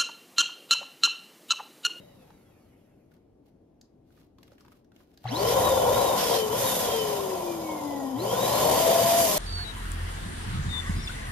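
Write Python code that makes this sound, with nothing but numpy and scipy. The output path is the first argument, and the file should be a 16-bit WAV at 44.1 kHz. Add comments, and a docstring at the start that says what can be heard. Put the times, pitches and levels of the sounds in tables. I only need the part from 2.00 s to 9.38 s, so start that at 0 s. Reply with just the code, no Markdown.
"""A falling whirr is heard first: the fan of a small electric balloon pump running out on a table in a furnished room.
Fingers crinkle a clear plastic balloon on the nozzle, its film snapping and rubbing, close to a two-port microphone.
Four presses then drive the motor: torque under current spins the rotor up, fan drag and friction slow it in between.
Whine, blade whistle and commutator tones are sines locked to the speed; air roars through the housing's resonances
and hisses past the balloon's neck as noise that grows as a power of the speed."""
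import sys
import numpy as np
from scipy import signal
from scipy.fft import rfft, irfft, next_fast_len
from scipy.io import wavfile
from scipy.ndimage import uniform_filter1d

SR = 44100
rng = np.random.default_rng(int(sys.argv[2]) if len(sys.argv) > 2 else 0)


def master(y):
    """Save y as 16-bit WAV."""
    cut = np.clip(np.atleast_2d(y).T, -1, 1)
    pcm = np.round(cut * 32767)  # scale
    wavfile.write(sys.argv[1], SR, pcm.astype(np.int16))


N = 325458
TIME = np.arange(N) / SR
BINS = np.fft.rfftfreq(1024, 1 / SR)

# The switch is held down: (start t/s, stop t/s, acceleration by the motor at stall/turns per s^2)
PRESSES = [(3.26, 3.635, 10221), (3.87, 4.015, 10197), (4.502, 4.665, 10014), (6.162, 7.207, 10470)]
START_SPEED = 88  # turns/s left from an earlier run
HALF_CURRENT_SPEED = 226  # turns/s at which the current has halved
FRICTION = 65  # turns/s lost each second in brushes and bearings
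WORK_SPEED, FAN_DRAG, DRAG_POWER = 500, 245, 2.61  # turns/s, its fan loss in turns/s each second, exponent

# The rotor's once-a-turn whine as the case radiates it: (f/Hz, level/dB)
WHINE = [(150, -46), (265, -34.5), (320, -38.5), (400, -33.5), (450, -31), (485, -30.5), (503, -34),
         (522, -29.5), (570, -33.5), (588, -33), (612, -29), (633, -31.5), (645, -32.5), (658, -26),
         (682, -21)]
# Brief dips of the whine: (start t/s, stop t/s, level change/dB)
WHINE_DIPS = [(4.09, 4.28, -4), (4.57, 4.92, -11), (6.263, 6.59, -2)]
# The rotor's third harmonic as it crosses the case's main resonance: (f/Hz, level/dB)
THIRD_HARMONIC = [(600, -46), (780, -44.5), (930, -43), (1020, -79), (1200, -76), (1330, -55),
                  (1480, -52.5), (2000, -66)]
# Whistle of the seven fan blades as the vents pass it: (f/Hz, level/dB)
BLADES = [(400, -86), (480, -74), (508, -61), (545, -65), (580, -59), (620, -59), (1830, -65), (1940, -56),
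          (2010, -52), (2070, -63), (2125, -52.5), (2200, -49), (2300, -61), (2420, -54), (2520, -63),
          (2620, -58), (2720, -68), (2900, -60), (3020, -40), (3200, -43), (3400, -50), (3550, -48),
          (3760, -41.5), (4000, -47.5), (4300, -46.5), (4550, -46), (4750, -44.5)]
BLADE_JITTER = .006  # share by which turbulence shakes the whistle's pitch at working speed
# Commutator tones at stall current, before the sparking level: (multiple of the speed, level/dB)
BRUSH_TONES = [(12, -34), (24, -40), (36, -51), (48, -56)]
# Radiation of the commutator tones by the plastic case: (f/Hz, relative level/dB)
CASE_RADIATION = [(700, -10), (1300, -17), (2000, -3), (2400, -20), (3050, 0), (3400, -10), (4050, 6.5),
                  (4330, -4), (4560, 2), (4900, -11), (5300, -7), (5550, 4), (5750, 5.5), (5950, -6),
                  (6500, -20), (14000, -26)]
HUM_HZ, HUM_DB = 120, -28  # twice the mains frequency; level at stall current

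# Laws of air noise: (level/dB at working speed, growth/dB per tenfold speed)
ROAR_LAW = (-29, 36.2)
RUMBLE_LAW = (-40, 26.5)
JET_LAW = (-41, 56)
SPRAY_LAW = (-40, 55.3)
NECK_LAW = (-56, 41)
NOZZLE_LAW = (-51, 38)
# Air resonances in the housing: (f/Hz, width/Hz, level/dB)
HOUSING = [(419, 52, -4), (542.6, 39, 6), (675, 180, -3), (733, 52, -1), (977, 60, 0), (1048.6, 36, -3.5),
           (1392, 27, -13.5)]
# Vent resonances, over the plain hiss: (f/Hz, width/Hz, level/dB)
VENTS = [(1960, 120, -1.5), (2254, 41, -1.5), (3054, 70, 4), (3400, 240, -3)]
# Nozzle tube resonances, which stand out once the jet slackens: (f/Hz, width/Hz, level/dB)
NOZZLE = [(5000, 92, -0.5), (6700, 240, -4.5)]
# Resonances of the balloon's neck: (f/Hz, width/Hz, level/dB)
NECK = [(4650, 1000, 5.5), (5240, 680, 10.5), (6260, 350, -22)]
# Spectral shapes of the rumble, the jet and its fine spray: (f/Hz, relative level/dB)
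RUMBLE = [(20, -32), (45, -39), (78, -1), (200, 6.5), (400, -1), (600, -66), (1200, -58), (4000, -70)]
JET = [(300, -2.5), (1000, 1), (2700, 4), (3400, 5.5), (6000, 2), (8000, -3.5), (10000, -44), (14000, -25),
       (15000, -48)]
SPRAY = [(3000, -48), (6000, 6), (8500, 5.5), (12000, 5), (13000, 10.5), (14200, 5), (14700, -20),
         (15000, -60)]
# Air flow through the fan, lowered as the filling balloon pushes back: (t/s, level/dB)
THROUGHFLOW = [(3.4, 3.5), (4.03, 2.5), (4.7, -1.5), (6.7, -0.5), (7.2, -6)]
# The grip changes and more or less air escapes past the neck:
# (start t/s, stop t/s, ramp/s, extra jet level/dB, extra spray level/dB, extra neck level/dB)
LEAKS = [(3.284, 3.538, .02, 5.5, 3, 13), (4.172, 4.415, 0.036, 6.5, 5, 18),
         (4.558, 4.854, 0.068, 2.5, 5, 7), (4.837, 5.183, 0.18, 4, 2, 6),
         (6.164, 6.404, 0.09, -0.5, -1, -11), (7.174, 7.4, 0.017, 0.5, 4, 9)]
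# The limp balloon flaps open and puffs the air in the housing: (t/s, level/dB)
FLAPS = [(3.672, -17), (3.724, -22), (3.772, -16), (3.96, -15), (4.013, -26)]
FLAP_S = 0.0055  # rise constant of one puff
# The slack balloon buffets the air until it has unfolded
BUFFET_START_S, BUFFET_STOP_S, BUFFET_DB = 3.36, 4.05, -41.5
BUFFET_HZ, BUFFET_WIDTH_HZ = 98, 22

# Spectral shape of the bearings' rustle: (f/Hz, relative level/dB)
RUSTLE = [(60, -10), (150, 4), (320, -2.5), (600, 2.5), (1000, -9), (1600, -14.5), (3500, -20), (3900, -26),
          (4300, -19), (9000, -21.5), (12500, -18), (15000, -25)]
# Resonances rung by the dry bearings until the rotor has almost stopped: (f/Hz, width/Hz, level/dB)
BEARING_RINGS = [(1320, 150, 2), (2100, 250, 1), (2820, 400, 0)]
# Law of the bearing rings: (level/dB at the starting speed, power of the speed)
BEARING_LAW = (-75, 0.74)
# Commutator bars sliding without current: (multiple of the speed, level/dB before band-pass and slowing)
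DRY_TONES = [(12, -78), (24, -81), (36, -84), (48, -84), (60, -85), (72, -84), (84, -86), (96, -85),
             (120, -85)]
SING_HZ, SING_WIDTH_HZ, SING_DB = 3830, 110, -69  # the case sings while the rotor is still fast

# Crinkles of the film, before the common gains in film():
# (t/s, knock level/dB, knock f/Hz, crack level/dB, crack f/Hz)
CRINKLES = [(0.304, -52, 900, -64, 4900), (1.116, -65, 1300, -71, 2400), (1.165, -74, 1300, -76, 5500),
            (1.812, -72, 1500, -51.5, 5400), (2.104, -69, 1300, -77, 3600), (2.174, -61, 1160, -73, 3600),
            (2.213, -65, 1090, -64, 3700), (2.384, -59.5, 1040, -58.5, 3630),
            (2.43, -58, 1720, -50.5, 3760), (2.478, -65, 1100, -59, 3300), (2.518, -55.5, 560, -62, 4500),
            (2.532, -65, 850, -68, 5400), (2.581, -61, 1700, -60, 2700), (2.607, -59, 1130, -55.5, 5900),
            (2.649, -52, 890, -61, 2100), (2.661, -66, 1310, -64, 4200), (2.681, -56, 900, -57, 2900),
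            (2.719, -57, 1180, -60, 2200), (2.845, -75, 1410, -67, 4830), (2.918, -64, 1420, -65, 3500),
            (2.962, -66, 1700, -56.5, 3020), (3.004, -59.5, 1120, -76, 5500), (3.14, -82, 1400, -66, 5000),
            (3.174, -64, 1510, -52, 4470), (3.24, -53, 1500, -51, 3500)]
# Short strokes of the film rubbing on the nozzle: (start t/s, stop t/s, level/dB)
RUBS = [(0.2, 0.285, -68.5), (1.112, 1.177, -71), (1.45, 1.482, -74), (2.067, 2.157, -71),
        (2.18, 2.255, -68.5), (2.4, 2.495, -68), (2.51, 2.8, -72), (2.95, 3.033, -67.5), (3.064, 3.18, -70),
        (3.193, 3.267, -63.5)]
GRAINS_PER_S, CLUMP_DB, CLUMP_HZ = 3500, 4.5, 35  # tiny slips of the film; depth and rate of their clumping
# Knocks of the switch and the starting rotor: (t/s, level/dB)
SNAPS = [(3.242, -39), (3.254, -22), (3.262, -33), (6.165, -42)]
# Modes of the case: (f/Hz, level/dB, 60 dB decay time/s)
CASE_MODES = [(775, 5.5, 0.021), (800, -8, 0.02), (1120, -10, 0.027), (1970, -26, 0.02)]

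# Reverberation time of the room: (f/Hz, 60 dB decay time/s)
ROOM_T60 = [(100, 0.098), (1000, 0.32), (5000, 0.29), (15000, 0.13)]
# Spectral shape of the room's murmur of air: (f/Hz, relative level/dB)
ROOM_TONE = [(25, -7.5), (135, -3.5), (205, -6.5), (270, -2), (550, -13), (720, -16.5), (1300, -35.5),
             (3000, -42), (15000, -53)]
ROOM_TONE_DB = -60
# The two microphone ports: (f/Hz, likeness 0-1, left lead/rad, left minus right level/dB)
PORTS = [(101, 0.95, 0.084, 1.5), (280, 0.84, 0.091, 2.5), (583, 0.61, 1.45, 3), (755, 0.12, 0.89, 4),
         (1150, 0.86, 0.33, 5.5), (1380, 0.63, 0.31, 0), (2060, 0.2, 0.94, -0.5), (2720, 0.41, 0.78, -1.5),
         (4500, 0, 0.73, -3), (8760, 0.64, 3.72, -.5), (11900, 0.93, 6.6, 0), (11770, 0.85, 46.4, -0.5),
         (13950, 0.6, 2.2, 0)]
EDGE_HZ = 15700  # upper band limit


def rotor():
    """Angular momentum balance: torque goes with current squared; fan drag and friction oppose it (turns/s)."""
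    pull = sum(strength * gate(start, stop, ramp_s=.002) for start, stop, strength in PRESSES)
    step, speed, speeds = 64, START_SPEED, []
    for torque in pull[::step].tolist():
        drag = FRICTION + FAN_DRAG * (speed / WORK_SPEED) ** DRAG_POWER
        drive = torque / (1 + speed / HALF_CURRENT_SPEED) ** 2
        speed = max(speed + (drive - drag) * step / SR, 0)
        speeds.append(speed)
    return np.interp(TIME, TIME[::step], speeds)


def motor(speed, first_start_db=-1, restart_db=-9.0):
    """Rotational sources: whine and whistle are harmonics of the speed; hum and brush tones follow the current."""
    speed = speed * (1 + 0.001 * wander(10.9))
    flow, hum = current(speed)
    # the brushes sing loudest on a start from rest
    spark_db = np.where(TIME < PRESSES[1][0], first_start_db, restart_db)
    pulsing = 1 + 0.32 * np.sin(2 * np.pi * HUM_HZ * TIME)  # twice a mains cycle
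    sparking = flow * amp(spark_db) * pulsing
    near = shelves(blade_whistle(speed, flow) + brush_tones(speed) * sparking, echo_db=-6)
    return running() * rotor_whine(speed) + near + hum


def rotor_whine(speed):
    """Once-per-turn excitation and its third harmonic, weighted by the case's radiation at each pitch."""
    dips = sum(db * gate(start, stop, ramp_s=0.051) for start, stop, db in WHINE_DIPS)
    whine = amp(read(WHINE, speed) + dips) * tone(speed, rough=0.23, flutter_hz=30.7, lean_db=6.0)
    hz = 3 * speed
    third = amp(read(THIRD_HARMONIC, hz)) * tone(hz, rough=0.25, flutter_hz=30, lean_db=-1.5)
    return whine + third


def blade_whistle(speed, flow):
    """Blade-passing tone: seven pulses a turn, with turbulence shaking the pitch in proportion to speed."""
    hz = 7 * speed
    shaken = hz * (1 + BLADE_JITTER * speed / WORK_SPEED * wander(126))
    rough = .55 * np.clip(speed / WORK_SPEED, .6, 1)
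    blades = amp(read(BLADES, hz)) * tone(shaken, rough=rough, flutter_hz=32, lean_db=1)
    blades = blades * np.clip(speed / 60, 0, 1) ** 2  # silent near rest
    return blades * amp(-25 * flow * (hz < 2700))  # the low whistle thins while the rotor races up


def brush_tones(speed, fizz_db=-43):
    """Commutation: brushes crossing the bars excite multiples of the speed, and sparks fizz around them."""
    brushes = amp(fizz_db) * unit(band(rng.standard_normal((2, N)), 900, 3500))
    for order, db in BRUSH_TONES:
        hz = round(order) * speed
        gain = amp(db + read(CASE_RADIATION, hz))
        brushes = brushes + gain * tone(hz, rough=.55, flutter_hz=200, lean_db=-2)
    return brushes


def current(speed, hum_power=1.56):
    """Back-EMF: the relative current falls as the rotor gains speed; also returns the hum the current makes."""
    held = sum(gate(start, stop, ramp_s=0.032) for start, stop, _ in PRESSES)
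    draw = 1 / (1 + speed / HALF_CURRENT_SPEED)
    hum = tone(np.full(N, HUM_HZ), rough=.15, flutter_hz=20, lean_db=2)
    return held * draw, amp(HUM_DB) * held * draw ** hum_power * hum


def running(open_s=0.062):
    """Onset gate: opens as the motor first starts and stays open."""
    return np.clip((TIME - PRESSES[0][0]) / open_s, 0, 1)


def shelves(x, echo_db=-1, fall_s=0.011):
    """Early reflection: a dense cluster of echoes from things close by breaks up and smears gliding tones."""
    t = np.arange(SR // 16) / SR
    hits = rng.random((2, len(t))) < 1500 / SR
    taps = rng.standard_normal((2, len(t))) * hits * np.exp(-t / fall_s)
    taps = taps / np.linalg.norm(taps, axis=1, keepdims=True)
    echoes = signal.fftconvolve(x, taps, axes=1)[:, :N]
    return (x + amp(echo_db) * echoes) / np.sqrt(1 + amp(echo_db) ** 2)


def air(speed, sputter_db=1.0, vents_db=-21):
    """Aeroacoustic noise: churning air rings the cavities and the escaping jet hisses, all growing with speed."""
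    churn = grown(ROAR_LAW, speed) * amp(curve(THROUGHFLOW))
    roar = noise(np.sqrt(peaks(HOUSING)), patchy_db=1.7) * churn + flaps()
    rumble = noise(amp(read(RUMBLE, BINS)), patchy_db=0.1) * grown(RUMBLE_LAW, speed)
    rumble = rumble * amp(0.11 * curve(THROUGHFLOW))
    # the churn also leaves by the vents
    vents = noise(np.sqrt(peaks(VENTS)), patchy_db=4) * churn * amp(vents_db)
    nozzle = noise(np.sqrt(peaks(NOZZLE)), patchy_db=2.5) * grown(NOZZLE_LAW, speed)
    hiss = neck_hiss(speed) * amp(sputter_db * wander(82))
    return running() * (roar + rumble + buffeting() + vents + nozzle + hiss)


def neck_hiss(speed):
    """Jet noise: air escaping past the balloon's neck radiates broad turbulence and rings the neck."""
    # near reflections ripple the hiss
    ripple = amp(1.2 * unit(uniform_filter1d(rng.standard_normal(len(BINS)), size=3)))
    jet = noise(ripple * amp(read(JET, BINS)) * np.sqrt(1 + peaks(VENTS)), patchy_db=.7)
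    spray = noise(amp(read(SPRAY, BINS)), patchy_db=.7)
    neck = noise(np.sqrt(peaks(NECK)), patchy_db=4)
    extra = sum(np.outer(dbs, gate(start, stop, ramp_s)) for start, stop, ramp_s, *dbs in LEAKS)
    jet_db, spray_db, neck_db = extra
    jet = jet * grown(JET_LAW, speed) * amp(jet_db)
    spray = spray * grown(SPRAY_LAW, speed) * amp(spray_db)
    return jet + spray + neck * grown(NECK_LAW, speed) * amp(neck_db)


def grown(law, speed):
    """Power law: gain of a noise whose amplitude grows as a power of the speed."""
    db, db_per_decade = law
    return amp(db) * (speed / WORK_SPEED) ** (db_per_decade / 20)


def flaps():
    """Impulsive cavity excitation: each flap of the limp balloon is a puff that rings the housing's air."""
    out, t = np.zeros(N), np.arange(SR // 16) / SR
    ring = sum(amp(db) * np.exp(-np.pi * width * t) * np.sin(2 * np.pi * hz * t) for hz, width, db in HOUSING)
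    ring = ring * (1 - np.exp(-t / FLAP_S))
    for s, db in FLAPS:
        add(out, s, amp(db) * ring / abs(ring).max())
    return out * amp([[2], [-2]])


def buffeting():
    """Flow-induced flutter: the slack balloon shakes at a low pitch in the first rush of air."""
    flutter = noise(np.sqrt(peaks([(BUFFET_HZ, BUFFET_WIDTH_HZ, 0)])), patchy_db=1)
    return amp(BUFFET_DB) * gate(BUFFET_START_S, BUFFET_STOP_S, ramp_s=.15) * flutter


def run_out(speed, rustle_db=-60, rustle_power=1.3, scrape_db=0.5, whirr_db=-72, shudder_db=-57):
    """Friction-driven sound: before the first press the slowing rotor rustles, whirrs and shakes the case."""
    pace = np.minimum(speed / START_SPEED, 1)
    rustle = noise(amp(read(RUSTLE, BINS)), patchy_db=2)
    bearing_db, bearing_power = BEARING_LAW
    bearings = amp(bearing_db) * noise(np.sqrt(peaks(BEARING_RINGS)), patchy_db=5.0) * pace ** bearing_power
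    # the same rough spots pass once a turn, so their whirr falls with the speed
    spots = rng.standard_normal(size=160)
    passing = np.interp(np.cumsum(speed) / SR, np.arange(len(spots)) / len(spots), spots, period=1)
    whirr = shelves(band(passing, 1200, 2900)[None])
    bars = np.zeros((2, N))
    for order, db in DRY_TONES:
        slide = tone(round(order) * speed, rough=1.5, flutter_hz=100, lean_db=0)
        bars += amp(db) * slide * amp(3 * wander(7))
    bars = shelves(band(bars, 1100, 3800)) * pace ** 1.5
    sing = amp(SING_DB) * noise(np.sqrt(peaks([(SING_HZ, SING_WIDTH_HZ, 0)])), patchy_db=0) * pace ** 7
    shudder = amp(shudder_db) * noise(np.sqrt(peaks([(165, 54, 0)])), patchy_db=1) * pace ** 4
    scraping = (amp(rustle_db) * rustle + amp(whirr_db) * whirr) * pace ** rustle_power
    return (scraping + bearings + bars + sing + shudder) * (1 - running()) * amp(scrape_db * wander(70))


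def film(knock_db=4, crack_db=5.5, knock_s=0.0058, crack_s=0.0028, rise_s=0.0013, ring_db=2):
    """Buckling: each fold of the film snaps with a dull knock and a bright crack at its own pitches, then rubs."""
    out, t = np.zeros((2, N)), np.arange(SR // 10) / SR
    for s, low_db, low_hz, high_db, high_hz in CRINKLES:
        a, b = rng.standard_normal((2, 2, len(t)))
        low_ring = unit(band(a[::-1], .85 * low_hz, 1.15 * low_hz))
        knock = unit(band(a + a[::-1] * 0.28, 280, 1300)) + amp(ring_db) * low_ring
        high_ring = unit(band(b[::-1], .78 * high_hz, 1.22 * high_hz))
        crack = unit(band(b, 3200, 7500) + 0.7 * band(b, 9000, 14000)) + amp(ring_db) * high_ring
        crack_shape = (1 - np.exp(-t / rise_s)) * np.exp(-t / crack_s)
        add(out, s, unit(knock) * np.exp(-t / knock_s) * amp(low_db + knock_db))
        add(out, s, unit(crack) * crack_shape * amp(high_db + crack_db))
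    return out + rubbing()


def rubbing(stroke_s=0.058):
    """Stick-slip friction: the film slides on the nozzle in clumps of tiny random slips."""
    slips = rng.standard_normal((2, N)) * (rng.random(N) < GRAINS_PER_S / SR)
    grains = slips * amp(CLUMP_DB * np.minimum(wander(CLUMP_HZ), 2))
    rub = unit(band(grains, 380, 5000) + 0.67 * band(grains, 9300, 14400))
    return rub * sum(amp(db) * gate(start, stop, stroke_s) for start, stop, db in RUBS)


def switch(rise_s=0.0028):
    """Modal ringing: the switch and the kick of the starting rotor knock the case, whose modes decay."""
    out, t = np.zeros(N), np.arange(SR // 8) / SR
    ring = np.zeros(len(t))
    for hz, db, t60 in CASE_MODES:
        ring += amp(db) * np.exp(-np.log(1000) * t / t60) * np.sin(2 * np.pi * hz * t)
    for s, db in SNAPS:
        add(out, s, amp(db) * ring * (1 - np.exp(-t / rise_s)))
    return out * amp([[2], [-2]])


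def room(x):
    """Reverberation: sparse reflections of random sign, each band decaying at its own rate."""
    taps = rng.choice([-1., 1.], (2, SR // 2)) * (rng.random((2, SR // 2)) < 2500 / SR)
    taps[:, :130] = 0  # no reflection in the first 3 ms
    hz, t, z = signal.stft(taps, SR, nperseg=256)
    tail = signal.istft(z * amp(-60 * t / read(ROOM_T60, hz)[:, None]), SR)[1]
    return signal.fftconvolve(x, tail / np.linalg.norm(tail[0]), axes=1)[:, :N]


def room_tone():
    """Background noise: a steady low murmur of air with a fixed spectrum."""
    return amp(ROOM_TONE_DB) * noise(amp(read(ROOM_TONE, BINS)), patchy_db=1.0)


def noise(gain, patchy_db):
    """Partial coherence: noise of a given spectrum at two ports; their mean has rms 1."""
    a, b, c, d, patches = rng.standard_normal((5, N // 256 + 5, len(BINS)))
    patches = uniform_filter1d(uniform_filter1d(patches, size=8, axis=0), size=9, axis=1)
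    patches = unit(patches)
    same = np.clip(read(PORTS, BINS), 0, 1)
    left = a + 1j * b
    lag = np.exp(-1j * read(PORTS, BINS, axis=2))
    right = (same * left + np.sqrt(1 - same ** 2) * (c + 1j * d)) * lag
    lean = amp(read(PORTS, BINS, axis=3))
    z = np.array([left * lean, right]) / np.sqrt(1 + lean ** 2) * gain * amp(patchy_db * patches)
    x = signal.istft(z.transpose(0, 2, 1), nperseg=1024, noverlap=768)[1][:, :N]
    return x / np.std(x.mean(0))


def tone(hz, rough, flutter_hz, lean_db):
    """Phase accumulation: a sine on a pitch curve at both ports, with a share of random flutter."""
    turn = np.exp(2j * np.pi * np.cumsum(hz) / SR)
    flutter = 1 + rough * (wander(flutter_hz) + 1j * wander(flutter_hz))
    left = amp(lean_db / 2) * np.ones(N)
    right = amp(-lean_db / 2) * np.exp(-1j * read(PORTS, hz, axis=2))
    return np.sqrt(2) * (np.array([left, right]) * turn * flutter).real


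def peaks(rows):
    """Resonance: summed power response of a set of steep-sided peaks over BINS."""
    return sum(amp(db) ** 2 / (1 + ((BINS - hz) / width) ** 2) ** 2 for hz, width, db in rows)


def wander(rate_hz):
    """Low-pass random process: slow chance of rms 1, up to about the given rate."""
    size = next_fast_len(N)
    hz = np.fft.rfftfreq(size, 1 / SR)
    return unit(irfft(rfft(rng.standard_normal(size)) / (1 + (hz / rate_hz) ** 4), size)[:N])


def band(x, low_hz, high_hz):
    """Band-pass filtering with gentle slopes."""
    edges = [low_hz, min(high_hz, .45 * SR)]
    return signal.sosfilt(signal.butter(2, edges, "band", fs=SR, output="sos"), x)


def gate(start, stop, ramp_s):
    """Linear envelope: rises to 1 around start and falls back around stop."""
    return np.clip(np.minimum(TIME - start, stop - TIME) / ramp_s + .5, 0, 1)


def amp(db):
    """Level to amplitude ratio."""
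    return 10 ** (np.asarray(db) / 20)


def unit(x):
    """Normalisation to rms 1."""
    return x / np.sqrt(np.mean(x ** 2) + 1e-20)


def curve(rows, axis=1):
    """Linear interpolation of one column of a time table at every sample."""
    rows = np.asarray(rows)
    return np.interp(TIME, rows[:, 0], rows[:, axis])


def read(rows, hz, axis=1):
    """Interpolation of one column of a frequency table on a log axis."""
    rows = np.asarray(rows)
    return np.interp(np.log(hz + 1), np.log(rows[:, 0] + 1), rows[:, axis])


def add(mix, s, sound):
    """Superposition: mixes a sound in at time s."""
    part = mix[..., round(s * SR):][..., :sound.shape[-1]]
    part += sound[..., :part.shape[-1]]


def scene(motor_room_db=-11, hands_room_db=-8):
    """Superposition of direct and reflected sound from pump and hands, over the air noise and room murmur."""
    speed = rotor()
    tones = motor(speed)
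    hands = film() + switch()
    reflected = room(amp(motor_room_db) * tones + amp(hands_room_db) * hands)
    return tones + hands + reflected + air(speed) + run_out(speed) + room_tone()


def record(dry, low_cut_hz=34):
    """Band limiting: the microphone's bass roll-off and a steep upper edge."""
    thin = signal.sosfilt(signal.butter(2, low_cut_hz, "high", fs=SR, output="sos"), dry)
    edge = signal.firwin(511, EDGE_HZ, window=("kaiser", 9), fs=SR)
    return signal.oaconvolve(thin, edge[None], "same")


dry = scene()
out = record(dry)
master(out)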